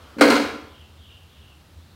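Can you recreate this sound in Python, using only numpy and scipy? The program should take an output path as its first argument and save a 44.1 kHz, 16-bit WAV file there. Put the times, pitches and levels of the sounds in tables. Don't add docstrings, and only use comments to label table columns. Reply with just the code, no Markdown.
import sys
import numpy as np
from scipy import signal
from scipy.fft import irfft, next_fast_len
from scipy.io import wavfile

SR = 44100
rng = np.random.default_rng(int(sys.argv[2]) if len(sys.argv) > 2 else 0)


def wrap_up_sound(samples):
    columns = np.atleast_2d(samples).T
    tamed = np.clip(columns, -1, 1)
    steps = np.round(tamed * 32767).astype(np.int16)
    wavfile.write(sys.argv[1], SR, steps)


N = 85995
TIME = np.arange(N) / SR

# (time [s], relative thump level [dB], relative clack level [dB])
IMPACTS = [(0.165, -22.5, -53), (0.183, -16.5, -25.5), (0.192, -15.5, -25), (0.2089, 2, 1.5),
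           (0.2372, -2.5, -20.5), (0.251, -2, -15), (0.3004, -5, -3.5), (0.321, -8, -12.5),
           (0.348, -10.5, -17), (0.363, -9.5, -15)]
ATTACK_S = 0.0033


def from_db(db):
    return 10 ** (np.asarray(db) / 20)


def at_hz(points, hz):
    frequencies, values = np.transpose(points)
    return np.interp(np.log(np.maximum(hz, 1e-3)), np.log(frequencies), values)


def noise(gain_at):
    size = next_fast_len(N)
    hz = np.arange(size // 2 + 1) * SR / size
    wave = irfft(gain_at(hz) * np.exp(2j * np.pi * rng.random(len(hz))), size)[:N]
    return wave / np.sqrt(np.mean(wave ** 2) + 1e-20)


def coloured(spectrum):
    return noise(lambda hz: from_db(at_hz(spectrum, hz)))


def strike(start, attack, t60):
    age = np.maximum(TIME - start, 0)
    return np.minimum(age / attack, 1) * from_db(-60 * age / t60)


def outdoors():
    # (centre frequency [Hz], half-width [Hz], level [dB])
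    bands = [(80.2, 13.6, -50), (146.6, 19, -64.5), (219, 14, -67.5)]
    # (frequency [Hz], relative level [dB])
    air = [(25, -28), (50, -11), (100, 0), (160, -5), (300, -8), (600, -12.5), (1300, -14), (2100, -19),
           (4000, -18), (6500, -26.5), (15500, -31)]
    rumble = sum(from_db(db) * noise(lambda hz: 1 / (1 + ((hz - centre) / width) ** 2))
                 for centre, width, db in bands)
    return rumble + from_db(-55) * coloured(air)


def wheels():
    # (frequency [Hz], relative level [dB])
    roll_spectrum = [(100, -13), (220, -0.5), (500, 2), (800, -5.5), (1300, 2), (2000, -10), (4000, -13),
                     (9000, -26), (15000, -30.5)]
    # (frequency [Hz], relative level [dB])
    shudder_spectrum = [(50, -25), (85, 13), (115, 9), (165, 17.5), (220, -26)]
    rolling = from_db(-51) * (TIME < 0.37) * coloured(roll_spectrum)
    shudder = from_db(-31) * strike(start=0.28, attack=0.11, t60=0.37) * coloured(shudder_spectrum)
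    return rolling + shudder


def bird():
    # (time [s], duration [s], start frequency [Hz], end frequency [Hz], relative level [dB])
    chirps = [(-.08, 0.2, 3390, 3050, -57.5), (0.656, .22, 3390, 2773, -53),
              (0.956, .25, 3370, 2680, -51.5), (1.269, .28, 3396, 2738, -55.5),
              (1.744, 0.23, 4070, 3830, -63)]
    rasp_depth_hz, rasp_bandwidth_hz = 329, 150
    out = np.zeros(N)
    for start, duration, from_hz, to_hz, db in chirps:
        progress = np.clip((TIME - start) / duration, 0, 1)
        rasp = noise(lambda hz: 1 / (1 + (hz / rasp_bandwidth_hz) ** 2))
        pitch = from_hz + (to_hz - from_hz) * progress + rasp_depth_hz * np.sqrt(1 - progress) * rasp
        swell = np.sqrt(2 * np.abs(np.sin(np.pi * progress)))
        out += from_db(db) * swell * np.sin(2 * np.pi * np.cumsum(pitch) / SR)
    return out


def landing():
    # (frequency [Hz], relative level [dB])
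    thump_spectrum = [(40, -59), (90, -29), (185, -14), (230, 4.5), (300, 4.5), (350, -6.5), (500, 3),
                      (620, -16), (1200, -45)]
    # (frequency [Hz], relative level [dB])
    clack_spectrum = [(100, -29), (200, -13), (450, 1.5), (750, -5), (1100, 1.5), (1400, 3), (1750, -4.5),
                      (2200, -1.5), (2900, -11.5), (3700, -16), (4200, -7.5), (5400, -18.5), (7600, -22.5),
                      (8700, -21), (9700, -26), (15500, -35.5)]
    thump_energy = sum((from_db(db) * strike(start, ATTACK_S, t60=0.16)) ** 2 for start, db, _ in IMPACTS)
    clack_energy = sum((from_db(db) * strike(start, ATTACK_S, t60=0.12)) ** 2 for start, _, db in IMPACTS)
    thump = from_db(-13.5) * np.sqrt(thump_energy) * coloured(thump_spectrum)
    clack = from_db(-6.5) * np.sqrt(clack_energy) * coloured(clack_spectrum)
    return thump + clack


def deck():
    # (frequency [Hz], relative level [dB], decay time T60 [s])
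    modes = [(238, -6, 0.27), (287, 0.5, 0.46), (293, -9, 0.68), (392.5, -12, 0.68), (436, -6, 0.56),
             (498.6, -5, 0.36), (552, -6.5, 0.6), (1008, -19, 1), (1075, -11, 0.58), (1129, -18, 0.42),
             (1215, -15, 0.4), (1363, -7, 0.4), (1404, -8, 0.32), (1644, -9, 0.59), (2077, -9, 0.4),
             (3270, -18, 0.78), (4164, -10.5, 0.45), (4300, -19, 0.3)]
    thump_top_hz = 700
    out = np.zeros(N)
    for hz, db, t60 in modes:
        energy = sum((from_db(thump if hz < thump_top_hz else clack) * strike(start, ATTACK_S, t60)) ** 2
                     for start, thump, clack in IMPACTS)
        out += from_db(db) * np.sqrt(energy) * np.sin(2 * np.pi * (hz * TIME + rng.random()))
    return from_db(-17) * out


def rattle():
    # (frequency [Hz], relative level [dB])
    spectrum = [(100, -36), (400, 2), (800, 1.5), (1400, -3.5), (1800, -5), (2300, 0), (2900, -9.5),
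                (3700, -9), (4200, -4), (5500, -14), (8800, -25.5), (10000, -44.5), (15500, -51)]
    start_s, hold_s, shake_t60_s = 0.215, 0.16, 0.27
    ticks_per_s, tick_t60_s = 130, 0.032
    shake = (TIME > start_s) * from_db(-60 * np.maximum(TIME - start_s - hold_s, 0) / shake_t60_s)
    collisions = rng.random(N) < ticks_per_s / SR
    ticks = collisions * from_db(-20 + 0.5 * rng.standard_normal(N)) * shake
    energy_retained = from_db(-60 / (tick_t60_s * SR)) ** 2
    energy = signal.lfilter([1], [1, -energy_retained], ticks ** 2 + 1e-18)
    return np.sqrt(energy) * coloured(spectrum)


def garage(sound):
    # (frequency [Hz], reverberation time T60 [s])
    decay_times = [(100, .65), (300, 0.67), (1000, 0.66), (2500, 0.65), (5000, 0.59), (9000, 0.52),
                   (15000, 0.6)]
    edges_hz = np.geomspace(40, 18000, 13)
    tail = np.zeros(N)
    for low, high in zip(edges_hz, edges_hz[1:]):
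        band = noise(lambda hz: (hz >= low) & (hz < high)) * np.sqrt(high - low)
        tail += band * strike(start=0.0044, attack=0.014, t60=at_hz(decay_times, np.sqrt(low * high)))
    impulse_response = tail / np.sqrt(np.sum(tail ** 2))
    return from_db(-4.5) * signal.fftconvolve(sound, impulse_response)[:N]


def scene():
    knocks = landing() + rattle()
    chirps = bird()
    direct = knocks + deck() + wheels() + from_db(-6) * chirps
    return (direct + garage(knocks + chirps) + outdoors())[None]


def record(dry):
    ceiling, low_cut_hz, high_cut_hz = 1.6, 41, 15800
    rounded = dry / (1 + (dry / ceiling) ** 4) ** (1 / 4)
    thinned = signal.sosfilt(signal.butter(2, low_cut_hz, "high", fs=SR, output="sos"), rounded)
    return signal.sosfilt(signal.ellip(10, .2, 80, high_cut_hz, fs=SR, output="sos"), thinned)


dry = scene()
out = record(dry)
wrap_up_sound(out)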